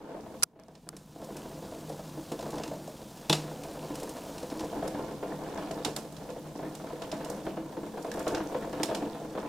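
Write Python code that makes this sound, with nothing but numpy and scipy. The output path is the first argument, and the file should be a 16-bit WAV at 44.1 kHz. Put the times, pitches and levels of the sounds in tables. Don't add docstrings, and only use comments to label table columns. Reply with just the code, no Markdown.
import sys
import numpy as np
from scipy import signal
from scipy.fft import rfft, irfft
from scipy.io import wavfile
from scipy.ndimage import uniform_filter1d

SR = 44100
rng = np.random.default_rng(int(sys.argv[2]) if len(sys.argv) > 2 else 0)


def write(x):
    x = np.atleast_2d(x).T
    wavfile.write(sys.argv[1], SR, np.round(np.clip(x, -1, 1) * 32767).astype(np.int16))


N = 418068
TIME = np.arange(N) / SR
ROOM_T60_S = 0.28

# [t/s, level/dB]
GUSTS = [(0.0, -42), (0.29, -45), (0.5, -54.5), (0.8, -62), (1.15, -60), (1.45, -44.5), (2.25, -53),
         (2.53, -40.5), (2.93, -54), (3.3, -48.5), (3.7, -43), (4.3, -46.5), (4.8, -43), (5.15, -46),
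         (5.4, -39), (5.8, -42.5), (6.1, -47.5), (6.5, -45.5), (7.45, -41.5), (7.8, -48.5), (8.3, -35.5),
         (8.55, -41.5), (8.95, -35.5), (9.28, -45.5), (9.48, -34)]
# [t/s, level/dB]
RAINFALL = [(0.0, -68.5), (0.31, -60), (0.43, -57), (0.55, -80), (0.62, -73), (0.87, -69), (1.1, -63),
            (1.3, -56), (2.61, -53.5), (2.77, -55.5), (4.33, -52), (5.25, -58), (5.76, -57), (6.42, -59),
            (7.34, -56.5), (7.66, -60), (8.08, -57), (8.21, -55.5), (9.48, -59)]
# [t/s, level/dB, treble/dB]
HAIL_STRIKES = [(0.752, -45, -35), (0.966, -44.5, -4), (1.244, -55, 4), (1.367, -37, -7),
                (1.893, -45.5, -4.5), (2.3186, -34.5, -11), (2.3908, -35, -19), (2.409, -38, -17),
                (2.4259, -37, -14), (2.505, -43, -4.5), (2.556, -40.5, -13), (2.568, -46, -15),
                (2.582, -34, -27), (2.635, -29, -26), (2.677, -37, -17), (2.876, -53, 3),
                (3.2964, -16.5, -18), (3.3275, -13.5, -18), (3.6353, -41, -6), (3.954, -35.5, -6.5),
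                (3.999, -38, -7.5), (4.031, -38, -5), (4.0926, -43, 0.5), (4.339, -48, -13),
                (4.38, -35.5, -14), (4.429, -37, -17), (4.5, -36.5, -26), (4.594, -32.5, -21),
                (4.606, -36, -13), (4.645, -45.5, -6), (4.877, -37, -6), (5.711, -34, -16),
                (5.848, -20, -14.5), (5.963, -26.5, -8), (6.123, -51, -1.5), (6.166, -39, -18),
                (6.302, -40, -20), (6.751, -37.5, -9), (7.02, -34.5, -23), (7.116, -30, -21),
                (7.2464, -34.5, -12), (7.2993, -52, 11), (8.025, -50.5, 1), (8.115, -32.5, -15),
                (8.139, -42, -7), (8.193, -38.5, -5), (8.2785, -28.5, -11), (8.347, -25.5, -38),
                (8.728, -38, -28.5), (8.8318, -20.5, -10.5), (8.948, -24.5, -18.5)]
# [t/s, boom/dB, clack/dB]
PANE_BLOWS = [(1.93, -45, -47), (2.718, -47, -51), (3.2974, -23.5, -6), (3.3279, -40, -9), (5.33, -41, -52),
              (5.85, -41.5, -19.5), (5.964, -45, -36), (7.118, -43.5, -39), (8.833, -40, -27)]
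# [f/Hz, level/dB, t60/s]
SILL_MODES = [(192.5, -4.5, 0.31), (215.2, -5.5, 0.51), (283.7, -1, 0.18), (296.7, -0.5, 0.17),
              (318.4, 2, 0.17), (359.7, -0.5, 0.12), (415.4, 0.5, 0.073), (448, 1.5, 0.11),
              (490, 1.5, 0.089), (513.2, 2.5, 0.11), (554, 2, 0.062), (631, 3.5, 0.068), (670.4, 6, 0.055),
              (740, 3.5, 0.028), (799, 1.5, 0.032), (884, -2, 0.083), (940, 2, 0.033), (1020, -0.5, 0.051),
              (1119, -8, 0.086), (1268, -9, 0.06), (1403, -7, 0.05), (1543, -5.5, 0.031),
              (1720, -5.5, 0.036), (1880, -10.5, 0.027), (2140, -10.5, 0.023)]
# [f/Hz, level/dB]
KNOCK_SPECTRUM = [(60, -34), (150, -7), (300, -9), (550, -3.5), (1000, -9), (1700, -11), (3000, -31)]


def from_db(db):
    return 10 ** (np.asarray(db) / 20)


def rms_one(x):
    return x / np.sqrt(np.mean(np.atleast_2d(x)[0] ** 2) + 1e-20)


def curve(rows):
    return np.interp(TIME, *np.transpose(rows))


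def impulses(seconds, sizes):
    samples = np.clip(np.round(seconds * SR).astype(int), 0, N - 1)
    return np.bincount(samples, sizes, N)


def ring(x, hz, t60):
    radius, angle = from_db(-60 / (t60 * SR)), 2 * np.pi * hz / SR
    feedback = [1, -2 * radius * np.cos(angle), radius * radius]
    return signal.lfilter([0, np.sin(angle)], feedback, x + 1e-18)


def resonance(x, hz, width_hz):
    radius = np.exp(-np.pi * width_hz / SR)
    feedback = [1, -2 * radius * np.cos(2 * np.pi * hz / SR), radius * radius]
    return signal.lfilter([1, 0, -1], feedback, x + 1e-18) * (1 - radius * radius) / 2


def above(x, hz, order=1):
    return signal.sosfilt(signal.butter(order, hz, "high", fs=SR, output="sos"), x + 1e-18)


def below(x, hz):
    return signal.sosfilt(signal.butter(2, hz, fs=SR, output="sos"), x)


def colour(x, points, size=2048):
    hz, db = np.transpose(points)
    log_bins = np.log(np.fft.rfftfreq(size, 1 / SR) + 1)
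    gain = from_db(np.interp(log_bins, np.log(hz), db))
    cepstrum = irfft(np.log(gain))
    pulse = irfft(np.exp(rfft(2 * cepstrum[:size // 2], size)))
    return signal.oaconvolve(x, pulse[None] / np.linalg.norm(pulse), axes=1)[:, :N]


def bursts(clicks, t60, hold_s=0):
    envelope = from_db(-60 * np.maximum(TIME[:SR // 2] - hold_s, 0) / t60)
    power = np.maximum(signal.oaconvolve(clicks ** 2, envelope ** 2)[:N], 0)
    return np.sqrt(power) * rng.standard_normal((2, N))


def room(x, t60, wet_db):
    t = TIME[:SR // 2]
    buildup = np.clip(t / .008 - .5, 0, 1)
    tail = rng.standard_normal((2, len(t))) * from_db(-60 * t / t60) * buildup
    wet = signal.oaconvolve(x, tail / np.linalg.norm(tail[0]), axes=1)[:, :x.shape[1]]
    return x + from_db(wet_db) * wet


def ports(pair, pan_db, apart_hz):
    mid, side = pair[0], above(pair[1], apart_hz)
    lean = from_db(np.array([[.5], [-.5]]) * pan_db)
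    return np.array([mid + side, mid - side]) * lean / lean.mean(axis=0)


def struck(blows, modes):
    return sum((-1) ** k * from_db(db) * ring(blows, hz, t60) for k, (hz, db, t60) in enumerate(modes))


def pings(clicks, low_hz, high_hz, cycles, count):
    at = np.flatnonzero(clicks)
    dealt, leaning = rng.integers(0, count, len(at)), rng.uniform(-2.7, 1, len(at))
    out = np.zeros((2, N))
    for k, hz in enumerate(np.geomspace(low_hz, high_hz, count)):
        sizes = clicks[at] * (dealt == k)
        mid_side = np.array([impulses(at / SR, sizes), impulses(at / SR, sizes * leaning)])
        out += ring(mid_side, hz, cycles / hz)
    return out


def shower(per_s, level_rows, level_db, spread_db):
    when, chance = rng.random((4000, 2)).T
    seconds = when * N / SR
    db = np.interp(seconds, *np.transpose(level_rows)) + level_db
    db = db + spread_db * rng.standard_normal(len(seconds))
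    lands = chance < per_s * N / SR / len(seconds)
    return seconds, lands * from_db(db)


def storm():
    # [t/s, level/dB]
    rumble_level = [(0, -64), (0.4, -51.5), (0.7, -65), (1.4, -53.5), (3, -54.5), (5, -54.5), (9.48, -56.5)]
    # [f/Hz, level/dB]
    rumble_spectrum = [(15, -28), (28, -19.5), (42, -6), (65, -9), (100, -12), (140, -2.5), (250, -1.5),
                       (800, -48.5)]
    noise = colour(rng.standard_normal((2, N)), rumble_spectrum, size=16384)
    return from_db(curve(rumble_level)) * rms_one(noise) * [[1], [.36]]


def downpour(level_db, grain_db):
    # [f/Hz, level/dB]
    hiss_spectrum = [(200, 7.5), (900, 10), (2000, -3), (3500, 1), (4500, 0.5), (6800, 0), (9500, -3),
                     (13000, -7.5), (15000, -2.5), (16000, -19)]
    fluctuation = rms_one(uniform_filter1d(rng.standard_normal(N), size=200))
    noise = rng.standard_normal((2, N)) * from_db(grain_db * fluctuation)
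    return from_db(curve(RAINFALL) + level_db) * rms_one(colour(noise, hiss_spectrum))


def pane_hum(hz, width_hz):
    # [t/s, level/dB]
    hum_level = [(0, -66), (0.7, -66), (1.55, -59.5), (2.05, -52.5), (3.1, -57.5), (9.48, -56)]
    hum = resonance(rng.standard_normal(N), hz, width_hz)
    return from_db(curve(hum_level)) * rms_one(resonance(hum, hz, width_hz))


def close_clicks(level_db, t60, contact_db):
    # [t/s, level/dB, left-right/dB, low-pass f/Hz]
    click_rows = [(0.4253, -13, -4, 5500), (0.432, -7, -8, 13000), (0.4346, -5, -4, 15000),
                  (0.4358, -11.5, -10, 12000), (0.598, -48, -14, 11000), (0.636, -49.5, -15, 7000),
                  (0.683, -54, -15, 11000), (0.8898, -27, -2.5, 12000)]
    # [f/Hz, level/dB]
    click_spectrum = [(300, -31), (750, -15), (1000, -7.5), (1270, -3), (1900, -8.5), (3000, -13),
                      (4000, -8), (5200, -1), (7500, -7.5), (9700, -3), (12000, -8), (16000, -25.5)]
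    # [f/Hz, level/dB, t60/s]
    click_modes = [(800, -31, 0.018), (1200, -23.5, 0.032), (1400, -21, 0.034), (6430, -12, 0.011),
                   (9900, -9.5, 0.0092)]
    out = np.zeros((2, N))
    for s, db, pan_db, top_hz in click_rows:
        strike = impulses(np.array([s]), from_db([db + level_db]))
        snap = colour(bursts(strike, t60) + from_db(contact_db) * strike, click_spectrum)
        snap = snap + struck(strike, click_modes)
        out += below(snap, top_hz) * from_db([[pan_db / 2], [-pan_db / 2]])
    return out


def pellets(level_db, spread_db, gust_share, count):
    seconds = rng.uniform(0, N / SR, count)
    gust_db = np.interp(seconds, *np.transpose(GUSTS))
    size_db = np.interp(seconds, *np.transpose(RAINFALL)) + gust_share * (gust_db - gust_db.mean())
    size_db = size_db + spread_db * np.minimum(rng.exponential(1, count), 3)
    grains = impulses(seconds, from_db(size_db + level_db))
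    return pings(grains, low_hz=2480, high_hz=10900, cycles=18, count=14)


def pane(clack_ring_db, rattle_hz, width_hz, rattle_t60, thud_db, thud_t60, stone_thud_db):
    # [f/Hz, level/dB, t60/s]
    pane_modes = [(75.4, -23, 0.066), (152.4, -6, 0.72), (189, -12.5, 0.25), (207, -9, 0.2),
                  (311, -4.5, 0.23), (359, -7.5, 0.19), (446.4, -11, 0.36), (487, -11, 0.23),
                  (587, -17, 0.12), (640, -13.5, 0.14), (847, -8, 0.09), (976, -15.5, 0.27)]
    # [f/Hz, level/dB, t60/s]
    frame_modes = [(2600, -10, 0.13), (2900, -6, 0.09), (3430, -23, 0.07), (3410, -4, 0.044),
                   (3590, -7, 0.14), (3690, -6.5, 0.11), (3860, -13, 0.1), (4240, -18, 0.047)]
    seconds, boom_db, clack_db = np.transpose(PANE_BLOWS)
    stone_s, stone_db, _ = np.transpose(HAIL_STRIKES)
    blows, clacks = impulses(seconds, from_db(boom_db)), impulses(seconds, from_db(clack_db))
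    rings = struck(blows, pane_modes) + from_db(clack_ring_db) * struck(clacks, frame_modes)
    thuds = from_db(thud_db) * blows + impulses(stone_s, from_db(stone_db + stone_thud_db))
    thud = colour(bursts(thuds, thud_t60), KNOCK_SPECTRUM)
    rattle = resonance(bursts(clacks, rattle_t60), rattle_hz, width_hz)
    return rings + thud + rattle


def shatter(strikes, t60):
    echo_s, echo_db = 0.023, -14.5
    hold_s, tail_db, tail_t60 = 0.003, -11.5, 0.31
    echoes = np.pad(strikes, (int(echo_s * SR), 0))[:N]
    crumbling = bursts(strikes + from_db(echo_db) * echoes, t60, hold_s)
    return crumbling + from_db(tail_db) * bursts(strikes, tail_t60)


def hailstones(level_db, t60, treble_hz, neutral_db, contact_db):
    seconds, stone_db, treble_db = np.transpose(HAIL_STRIKES)
    small = impulses(*shower(per_s=18, level_rows=RAINFALL, level_db=8, spread_db=0.5))
    strikes = impulses(seconds, from_db(stone_db)) + small
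    contact = from_db(contact_db) * strikes * [[1], [0]]
    crack = below(shatter(strikes, t60) + contact, treble_hz)
    shattered = impulses(seconds, from_db(stone_db + treble_db - neutral_db)) + small
    treble = above(shatter(shattered, t60), treble_hz, order=2)
    return from_db(level_db) * (crack + treble)


def shards(level_db, t60):
    seconds, _, clack_db = np.transpose(PANE_BLOWS)
    return bursts(impulses(seconds, from_db(clack_db + level_db)), t60)


def glass(cracks, ring_db):
    # [f/Hz, level/dB]
    crack_spectrum = [(200, -18), (700, 13), (1400, 0), (2100, 1.5), (3500, 3), (6000, -2), (8000, -7),
                      (12000, -8), (16000, -23)]
    # [f/Hz, bandwidth/Hz, level/dB]
    glass_modes = [(1220, 250, -10.5), (2533, 18, 1.5), (2773, 34, 0.5), (2980, 56, -2), (3250, 41, -15),
                   (3800, 80, -9.5), (4090, 150, -3), (4510, 170, -6.5), (5240, 260, 0.5), (5630, 370, -4),
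                   (7140, 1270, 2), (8170, 420, -1.5), (9050, 790, -5)]
    strike = colour(cracks, crack_spectrum)
    rings = sum(from_db(db + ring_db) * resonance(strike, hz, width) for hz, width, db in glass_modes)
    return strike + rings


def splashes(landings, level_db, t60):
    # [f/Hz, level/dB]
    spray_spectrum = [(200, -15.5), (800, 13), (1600, -1.5), (2200, 3.5), (3500, 1.5), (8000, -20),
                      (16000, -22.5)]
    return from_db(level_db) * colour(bursts(landings, t60), spray_spectrum)


def drop_knocks(landings, level_db, t60):
    return from_db(level_db) * colour(bursts(landings, t60), KNOCK_SPECTRUM)


def plips(cycles):
    # [t/s, f/Hz, level/dB]
    notes = [(4.735, 1470, -44), (5.322, 1814, -44), (5.579, 1750, -47), (6.653, 1800, -44),
             (8.117, 1700, -35.5), (8.171, 1560, -47), (8.307, 1540, -40), (8.347, 1560, -36)]
    rings = sum(ring(impulses(np.array([s]), from_db([db])), hz, cycles / hz) for s, hz, db in notes)
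    return rings * [[1], [0]]


def tap(modes, pitch_hz, hardness_db):
    travel_s, focus_db, focus_octaves = 0.009, 7, 0.17
    out = np.zeros((2, modes.shape[1]))
    for (hz, _, _), mode in zip(SILL_MODES, modes):
        travel = int(rng.random() * travel_s * SR)
        focus = np.exp(-(np.log2(hz / pitch_hz) / focus_octaves) ** 2)
        db = focus_db * focus + hardness_db * (hz > 1080)
        out[:, travel:] += rng.choice([-1, 1], (2, 1)) * from_db(db) * mode[:len(mode) - travel]
    out = room(out, ROOM_T60_S, wet_db=-4)
    return out * np.linalg.norm(modes) / np.linalg.norm(out[0])


def sill(drop_db, count):
    # [t/s, level/dB, pitch f/Hz, brightness/dB]
    drop_rows = [(0.146, -28.5, 674, -20), (0.167, -33.5, 686, -22), (0.233, -34, 312, -18.5),
                 (0.341, -32.5, 510, -17), (0.555, -39.5, 650, -16), (0.591, -39.5, 660, -7.5),
                 (0.682, -40.5, 457, -15.5), (0.865, -39, 350, -16.5), (0.928, -38, 333, -12.5),
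                 (1.155, -34.5, 280, -24), (1.196, -36.5, 660, -21), (1.216, -31, 510, -23),
                 (1.285, -33, 660, -20), (1.304, -29.5, 302, -25), (1.353, -33, 325, -14.5),
                 (1.371, -37, 320, -14), (1.408, -38, 500, -16), (1.454, -35, 296, -15),
                 (1.622, -31.5, 526, -25), (1.718, -30.5, 670, -22.5), (1.762, -33.5, 325, -20.5),
                 (1.898, -28, 533, -26), (1.988, -32, 620, -19), (2.149, -36, 330, -20),
                 (2.172, -28, 312, -29), (2.316, -24, 506, -19), (2.391, -27.5, 680, -21),
                 (2.426, -29, 655, -23), (2.456, -29, 494, -17), (2.527, -27.5, 323, -20),
                 (2.564, -29, 600, -20), (2.597, -30, 670, -24), (2.663, -29.5, 312, -22),
                 (2.713, -26.5, 640, -21), (2.763, -34.5, 470, -21), (2.874, -30, 620, -26),
                 (2.991, -37, 570, -24), (3.015, -39, 302, -18), (3.225, -40.5, 510, -7),
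                 (3.378, -31, 310, -17), (3.397, -34, 320, -12), (3.432, -32.5, 300, -15),
                 (3.478, -32.5, 600, -8), (3.511, -33.5, 460, -19), (3.533, -41, 470, -13),
                 (3.649, -31.5, 677, -17), (3.687, -34, 296, -20), (3.769, -32, 533, -16),
                 (3.834, -33, 660, -22), (3.901, -25, 304, -16), (3.975, -31, 297, -15),
                 (3.995, -36, 580, -15), (4.019, -30, 476, -18), (4.031, -28.5, 500, -20),
                 (4.075, -35, 490, -10), (4.161, -33.5, 670, -10), (4.237, -33.5, 446, -18),
                 (4.29, -32.5, 520, -21), (4.359, -32.5, 320, -23), (4.425, -27, 510, -24),
                 (4.517, -25, 274, -17), (4.548, -31, 320, -18), (4.604, -25, 320, -17.5),
                 (4.631, -26.5, 464, -22), (4.684, -31, 494, -18), (4.726, -26, 670, -25),
                 (4.764, -23.5, 302, -19), (4.792, -32.5, 430, -13), (4.823, -22.5, 660, -13.5),
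                 (4.848, -26, 466, -16), (4.874, -28, 700, -14), (4.946, -23, 300, -14.5),
                 (4.988, -24, 466, -19), (5.013, -40, 497, -19), (5.038, -29, 1020, -17),
                 (5.082, -32.5, 510, -9), (5.107, -28.5, 523, -18), (5.227, -22.5, 445, -15.5),
                 (5.317, -28.5, 940, -17), (5.462, -31.5, 318, -11), (5.503, -38, 526, -6),
                 (5.556, -29.5, 650, -13), (5.575, -33.5, 517, -3), (5.624, -26.5, 298, -13),
                 (5.672, -34, 680, -7), (5.708, -25.5, 654, -14), (5.774, -29, 460, -13),
                 (5.799, -34, 473, -13), (5.818, -32.5, 686, -16), (5.856, -25, 322, -11.5),
                 (5.879, -27.5, 485, -18), (5.971, -28.5, 695, -12), (6.048, -34.5, 513, -18),
                 (6.206, -37, 655, -14), (6.289, -28, 510, -16), (6.361, -30, 536, -21),
                 (6.552, -31, 290, -18), (6.591, -28, 665, -19), (6.627, -27, 320, -17),
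                 (6.658, -32.5, 537, -11), (6.674, -34, 313, -27), (6.799, -38, 300, -7),
                 (6.838, -30.5, 520, -20), (6.867, -34, 280, -9), (6.924, -29, 490, -17),
                 (6.957, -38.5, 475, -5), (7.019, -30, 674, -8), (7.125, -24, 650, -14.5),
                 (7.205, -28, 316, -11), (7.255, -32, 670, -12), (7.293, -26.5, 510, -26),
                 (7.326, -34, 500, -13), (7.369, -33, 510, -12), (7.443, -33, 320, -16),
                 (7.466, -22.5, 580, -14), (7.569, -22.5, 320, -17), (7.723, -33.5, 526, -16),
                 (7.767, -24, 330, -20), (7.831, -26.5, 317, -18), (7.863, -33, 525, -13),
                 (7.938, -29, 457, -21), (7.971, -26.5, 520, -18), (8.045, -25.5, 670, -15),
                 (8.079, -27, 490, -23), (8.144, -28.5, 656, -17), (8.172, -26.5, 670, -14),
                 (8.201, -27, 490, -10), (8.266, -19, 660, -12.5), (8.321, -24.5, 530, -21),
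                 (8.346, -28.5, 310, -8), (8.37, -22, 530, -15.5), (8.402, -25.5, 302, -12),
                 (8.517, -27.5, 676, -18), (8.545, -18.5, 500, -16), (8.623, -28.5, 320, -11),
                 (8.733, -27, 540, -10), (8.799, -20, 328, -14.5), (8.885, -23.5, 670, -13),
                 (8.912, -21.5, 630, -15), (8.977, -32, 310, -17), (9.023, -20.5, 303, -18),
                 (9.147, -35, 285, -6), (9.211, -32, 460, -22), (9.249, -28.5, 310, -17),
                 (9.351, -24.5, 465, -16), (9.375, -26.5, 550, -9)]
    hardness_share = 0.94
    blow = signal.unit_impulse(SR // 2)
    modes = np.array([from_db(db) * ring(blow, hz, t60) for hz, db, t60 in SILL_MODES])
    heavy_s, heavy_db, pitch_hz, bright_db = np.transpose(drop_rows)
    heavy_db, bright_db = heavy_db + drop_db, bright_db - bright_db.mean()
    light_s, light_sizes = shower(per_s=130, level_rows=GUSTS, level_db=-14, spread_db=2)
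    spots = [tap(modes, hz, 0) for hz in np.geomspace(pitch_hz.min(), pitch_hz.max(), count)]
    taps = [tap(modes, hz, hardness_share * db) for hz, db in zip(pitch_hz, bright_db)]
    taps += [spots[k] for k in rng.integers(0, count, len(light_s))]
    seconds, sizes = np.r_[heavy_s, light_s], np.r_[from_db(heavy_db), light_sizes]
    drumming = np.zeros((2, N + SR))
    for k in np.flatnonzero(sizes):
        start = int(seconds[k] * SR)
        drumming[:, start:start + len(blow)] += sizes[k] * taps[k]
    spray_sizes = np.r_[from_db(heavy_db + bright_db), light_sizes]
    return drumming[:, :N], impulses(seconds, sizes), impulses(seconds, spray_sizes)


def narrowed(x):
    # [t/s, width/1], 0 is mono
    image_width = [(0.1, 0.85), (0.9, 0.22), (1.25, 0), (4.6, 0), (4.75, 0.6)]
    mid, side = (x[0] + x[1]) / 2, (x[0] - x[1]) / 2 * curve(image_width)
    return np.array([mid + side, mid - side])


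def scene():
    out = ports(storm(), pan_db=2.0, apart_hz=11.5)
    out += ports(downpour(level_db=-1.5, grain_db=1.0), pan_db=-2.5, apart_hz=2500)

    knocks = pane(clack_ring_db=-20.5, rattle_hz=3600, width_hz=370, rattle_t60=0.045,
                  thud_db=-22, thud_t60=0.12, stone_thud_db=-22)
    out += ports(knocks, pan_db=-3, apart_hz=3000) + pane_hum(hz=153.15, width_hz=12.5)

    ice = hailstones(level_db=-14.5, t60=0.035, treble_hz=7800, neutral_db=-15.5, contact_db=-1)
    ice = ice + shards(level_db=-35.5, t60=0.27)
    ticks = room(pellets(level_db=0, spread_db=3.0, gust_share=0.74, count=600), t60=0.15, wet_db=-2.5)
    out += ports(glass(ice, ring_db=1.5) + ticks, pan_db=-6, apart_hz=2800)

    drumming, landings, sprays = sill(drop_db=-18.0, count=32)
    plinks = from_db(-11.0) * pings(sprays, low_hz=870, high_hz=2100, cycles=19, count=12)
    spray = plinks + plips(cycles=35) + splashes(sprays, level_db=-12.5, t60=0.11)
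    spray = room(spray, ROOM_T60_S, wet_db=-1)
    drops = drumming + drop_knocks(landings, level_db=-21.5, t60=0.045) + spray
    out += ports(drops, pan_db=0.5, apart_hz=2000)
    return narrowed(out) + close_clicks(level_db=-5, t60=0.0093, contact_db=-4)


def record(dry):
    # [t/s, gain/dB]
    level_dip = [(0.44, 1), (0.45, -11.5), (0.55, -3.5), (0.7, 3.5)]
    rounded = .72 * np.tanh(dry / .72)
    low_pass = signal.ellip(10, .1, 80, 16100, fs=SR, output="sos")
    return signal.sosfilt(low_pass, rounded * from_db(curve(level_dip)))


dry = scene()
out = record(dry)
write(out)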